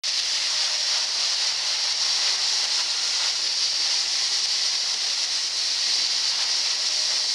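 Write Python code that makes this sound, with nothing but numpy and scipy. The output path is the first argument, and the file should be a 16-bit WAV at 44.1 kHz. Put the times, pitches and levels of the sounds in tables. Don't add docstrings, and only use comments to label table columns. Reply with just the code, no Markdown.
import sys
import numpy as np
from scipy import signal
from scipy.fft import rfft, irfft, next_fast_len
from scipy.io import wavfile
from scipy.ndimage import uniform_filter1d, minimum_filter1d, map_coordinates

SR = 44100
rng = np.random.default_rng(int(sys.argv[2]) if len(sys.argv) > 2 else 0)


def generate_wav(sig):
    pcm = np.round(np.clip(np.atleast_2d(sig).T, -1, 1) * 32767).astype(np.int16)
    wavfile.write(sys.argv[1], SR, pcm)


N = 323694

# pitch in Hz, level in dB.
MOTOR_HUM = [(96, -82)]
# frequency in Hz, relative level in dB.
RUMBLE_COLOUR = [(20, -25), (45, -19), (65, -4), (90, -1.5), (115, -6), (145, 1.5), (175, -11.5),
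                 (300, -20), (800, -38)]
HOSE_COLOUR = [(120, -26), (200, -6.5), (300, -6.5), (400, -1.5), (500, -1), (750, -9.5), (1500, -39)]
WATER_COLOUR = [(280, -27.5), (450, -8.5), (600, -3.5), (880, 1), (1150, 0.5), (1500, -1), (2100, -3),
                (4000, -39)]
HEAD_COLOUR = [(900, -30), (1600, -11.5), (1900, -3.5), (2400, -4), (2850, -0.5), (3500, 1), (4200, -4),
               (6500, -48)]
SLOT_COLOUR = [(2200, -50), (3400, -24.5), (3800, -7.5), (4100, -2), (4700, -1.5), (5600, -1), (6400, -11),
               (7000, -15), (7700, -21), (8700, -22.5), (10200, -29.5), (11200, -36), (12600, -47),
               (15500, -55)]
# centre in Hz, width in Hz, lift in dB.
TUBE_RESONANCES = [(234, 26, 4.7), (331, 15, 8.1), (395, 24, 2.4), (552, 11, 7.2), (610, 23, 3.2),
                   (663, 7.3, 3.8), (738, 15, 4.8), (820, 19, 3.4), (886, 33, 2.8), (933, 13, 2.3),
                   (976, 30, 1.7), (1080, 23, 3.5)]
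HEAD_RESONANCES = [(1947, 180, 2), (2090, 50, 1), (2810, 180, 1), (4110, 210, 0.5), (4620, 440, 2.5),
                   (5600, 260, 0.5), (6900, 260, 2), (8300, 280, 2), (9400, 220, 1), (10010, 140, 2.5)]
# time in seconds, relative level in dB.
DRAUGHT_LEVELS = [(.04, -58), (1.2, -57.5), (2.0, -56.5), (7.33, -54)]
# middle in seconds, half length in seconds, swell in dB (a dip if negative).
HOSE_PUFFS = [(.95, .05, -1), (2.09, 0.079, 3), (3.24, .04, -2), (3.44, 0.04, 6), (5.98, .09, 6)]
WATER_GULPS = [(.663, .06, 2.5), (.955, 0.058, 6), (1.226, .05, 1.5), (2.3, 0.087, 4), (2.65, .03, 4.5),
               (2.801, .023, 6.5), (3.244, .057, 5.7), (3.883, .04, 3), (6.423, 0.032, 4),
               (6.713, 0.037, 2), (7.147, 0.066, 4)]
# middle in seconds, length in seconds, pitch in Hz, level at the middle in dB.
WHISTLE_NOTES = [(.5, 2.4, 613.5, -54.5), (2.204, 1.7, 867, -51.5), (2.3, 0.4, 1990, -45),
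                 (2.5, 1.4, 389.4, -60), (3.1, 1.2, 1410, -50.5), (3.45, 0.605, 397, -59),
                 (3.897, 2.4, 337.7, -64), (4.3, 1.4, 820, -59), (5.3, 1.8, 732, -57),
                 (7.05, 1.4, 613, -53)]
# time in seconds, then relative levels of hiss, rush and slurp in dB.
STROKE_LEVELS = [(0.04, -24, -32.5, -44), (0.6, -20.5, -30, -38.5), (1.1, -21.5, -32, -39.5),
                 (1.75, -22.0, -30.5, -38), (2.3, -20.5, -31.5, -39.5), (2.95, -22.4, -32.5, -40.5),
                 (3.25, -20.5, -31, -40.5), (3.7, -23.0, -34.5, -43), (3.92, -21.5, -32, -41.4),
                 (4.45, -22, -32.5, -41.5), (5.1, -22.5, -33, -41.5), (5.55, -22, -34.5, -43.1),
                 (5.85, -20.9, -31, -42.5), (6.5, -21.5, -32, -39.5), (6.95, -22.5, -34, -42),
                 (7.33, -21.5, -34, -43.5)]
# time in seconds, surge before it in dB (none if negative), sag in dB, recovery in seconds.
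PILE_CHOKES = [(.095, 4.5, 2, .055), (.203, 5, 1.5, .02), (.759, -0.5, 3, .085), (.985, 1.5, 1.5, .07),
               (1.055, -1.5, 4, .1), (1.348, 0, 2.5, 0.046), (1.525, -1.5, 2, .14), (1.775, 0.5, 2.5, .09),
               (1.928, -0.5, 5, .075), (2.364, 0, 3, .06), (2.66, 1.5, 3.5, 0.043), (2.813, 1, 3, .1),
               (3.314, -3, 3.5, 0.087), (3.48, 3, 2, .06), (3.643, 3.5, 0.1, .12), (4.46, 5, 3, .03),
               (4.764, 1.5, 2, 0.037), (4.947, 2.5, 2.3, .06), (5.254, 1.5, 3.5, 0.042),
               (5.483, 0.5, 3, .09), (6.074, 0, 3, 0.054), (6.443, 1.5, 3, .022), (6.76, -0.5, 2.5, .064),
               (6.889, 1, 2.3, .018)]
# frequency in Hz, side relative to middle in dB.
HISS_WIDTH = [(1500, -55), (2600, -27), (3600, -20), (5500, -20), (9000, -17), (12500, -8)]


def amp(db):
    return 10 ** (np.asarray(db) / 20)


def unit(x):
    return x / np.sqrt(np.mean(x ** 2) + 1e-20)


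def along(points, hz):
    freqs, values = np.transpose(points)
    return np.interp(np.log(hz + 1), np.log(freqs + 1), values)


def curves(rows):
    times, *columns = np.transpose(rows)
    return [np.interp(np.arange(N) / SR, times, column) for column in columns]


def swells(rows):
    t = np.arange(N) / SR
    return sum(db * np.exp(-((t - middle) / half) ** 2) for middle, half, db in rows)


def wobble(rate, size=N):
    knots = rng.standard_normal(int(size * rate / SR) + 4)
    return map_coordinates(knots, [np.arange(size) * rate / SR])


def filtered(x, response):
    size = next_fast_len(N + SR // 2)
    return irfft(rfft(x, size) * response(np.fft.rfftfreq(size, 1 / SR)), size)[..., :N]


def resonate(x, colour, modes):
    lift = lambda f: sum(db / (1 + (2 * (f - hz) / width) ** 2) for hz, width, db in modes)
    return unit(filtered(x, lambda f: amp(along(colour, f) + lift(f))))


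def wet_air(drops_per_s, drops_db):
    impacts = (rng.random(N) < drops_per_s / SR) * rng.standard_normal(N)
    return unit(rng.standard_normal(N) + amp(drops_db) * unit(impacts))


def motor(rumble_db, drift_hz, waver_db):
    hum = np.zeros(N)
    for hz, db in MOTOR_HUM:
        gain = amp(db + waver_db * wobble(6.5))
        phase = 2 * np.pi * np.cumsum(hz + drift_hz * wobble(9)) / SR
        hum += gain * unit(np.sin(phase))
    return hum + amp(rumble_db) * resonate(rng.standard_normal(N), RUMBLE_COLOUR, [])


def room(x, t60, wet_db):
    hop, t = SR // 2, np.arange(SR // 4) / SR
    out = np.zeros(N)
    for centre in range(0, N + hop, hop):
        span = np.arange(max(centre - hop, 0), min(centre + hop, N))
        crossfade = np.cos(np.pi / 2 * (span - centre) / hop)
        tail = rng.standard_normal(len(t)) * amp(-60 * t / t60) * (t > .003)
        echo = signal.fftconvolve(x[span] * crossfade, tail / np.linalg.norm(tail))
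        out[span[0]:span[0] + len(echo)] += echo[:N - span[0]]
    return amp(wet_db) * out


def hose_draught(gulp_share=0.21):
    draught_db, = curves(DRAUGHT_LEVELS)
    level_db = draught_db + swells(HOSE_PUFFS) + gulp_share * swells(WATER_GULPS) + wobble(25)
    return amp(level_db) * resonate(rng.standard_normal(N), HOSE_COLOUR, TUBE_RESONANCES)


def whistles(q=20):
    out, time = np.zeros(N), np.arange(N) / SR
    for middle, length, hz, db in WHISTLE_NOTES:
        sounding = abs(time - middle) < length / 2
        t = time[sounding]
        phase, width_hz = 2 * np.pi * hz * t, hz / q
        tone = wobble(width_hz, len(t)) * np.cos(phase) + wobble(width_hz, len(t)) * np.sin(phase)
        out[sounding] += amp(db) * np.cos(np.pi * (t - middle) / length) * unit(tone)
    return out


def tube_slurp(level_db):
    water = wet_air(drops_per_s=500, drops_db=-7.5) * amp(0.76 * wobble(80))
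    return amp(level_db - 2.1) * resonate(water, WATER_COLOUR, TUBE_RESONANCES)


def steel_head(air, colour, shift_db=1.08, shifts_per_s=2.17):
    steady = resonate(air, colour, HEAD_RESONANCES)
    out = steady.copy()
    for hz, width, _ in HEAD_RESONANCES:
        band = filtered(steady, lambda f: 1 / (1 + (2 * (f - hz) / width) ** 2))
        out += (amp(shift_db * wobble(shifts_per_s)) - 1) * band
    return out


def head_rush(level_db):
    swirl = steel_head(wet_air(drops_per_s=1200, drops_db=-7.5), HEAD_COLOUR)
    return amp(level_db + 0.66 * wobble(70) - 1.15) * swirl


def choking(build_s=0.022):
    t, level_db = np.arange(N) / SR, np.zeros(N)
    for catch, surge_db, sag_db, recovery in PILE_CHOKES:
        near = abs(t - catch) < .4
        lag = t[near] - catch
        shut = (1 + np.tanh(lag / .001)) / 2
        level_db[near] += (1 - shut) * max(surge_db, 0) * np.exp(-abs(lag) / build_s)
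        level_db[near] -= shut * max(sag_db, 0) * np.exp(-(lag / recovery) ** 2)
    return level_db


def slot_hiss(level_db):
    flutter_db = 0.48 * wobble(45) + 0.43 * wobble(320)
    direct = steel_head(wet_air(drops_per_s=3500, drops_db=-8.0), SLOT_COLOUR)
    scattered = resonate(rng.standard_normal(N), SLOT_COLOUR, HEAD_RESONANCES)
    side = filtered(scattered, lambda f: amp(along(HISS_WIDTH, f)))
    return amp(level_db + flutter_db - 3.0) * np.array([direct + side, direct - side])


def wand(drag_db=0.7, drags_per_s=17):
    hiss_db, rush_db, slurp_db = curves(STROKE_LEVELS)
    seal_db = choking() + drag_db * wobble(drags_per_s)
    gulp_db = swells(WATER_GULPS)
    hiss = slot_hiss(hiss_db + seal_db)
    rush = head_rush(rush_db + 0.94 * seal_db + 0.36 * gulp_db)
    slurp = tube_slurp(slurp_db + 0.5 * seal_db + gulp_db)
    return hiss + rush + slurp + whistles()


def scene():
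    close = wand() + amp(-1.5) * hose_draught()
    echoes = room(close.mean(axis=0), t60=0.15, wet_db=-13.0)
    return close + echoes + motor(rumble_db=-69.0, drift_hz=1.7, waver_db=6.5)


def record(dry):
    start_s, top_hz = .036, 15700
    ceiling, hold = .24, SR // 200
    needed = ceiling / np.maximum(abs(dry).max(axis=0), ceiling)
    gain = uniform_filter1d(minimum_filter1d(needed, hold), hold)
    live = np.arange(N) / SR > start_s
    return filtered(dry * gain * live, lambda hz: hz < top_hz)


dry = scene()
out = record(dry)
generate_wav(out)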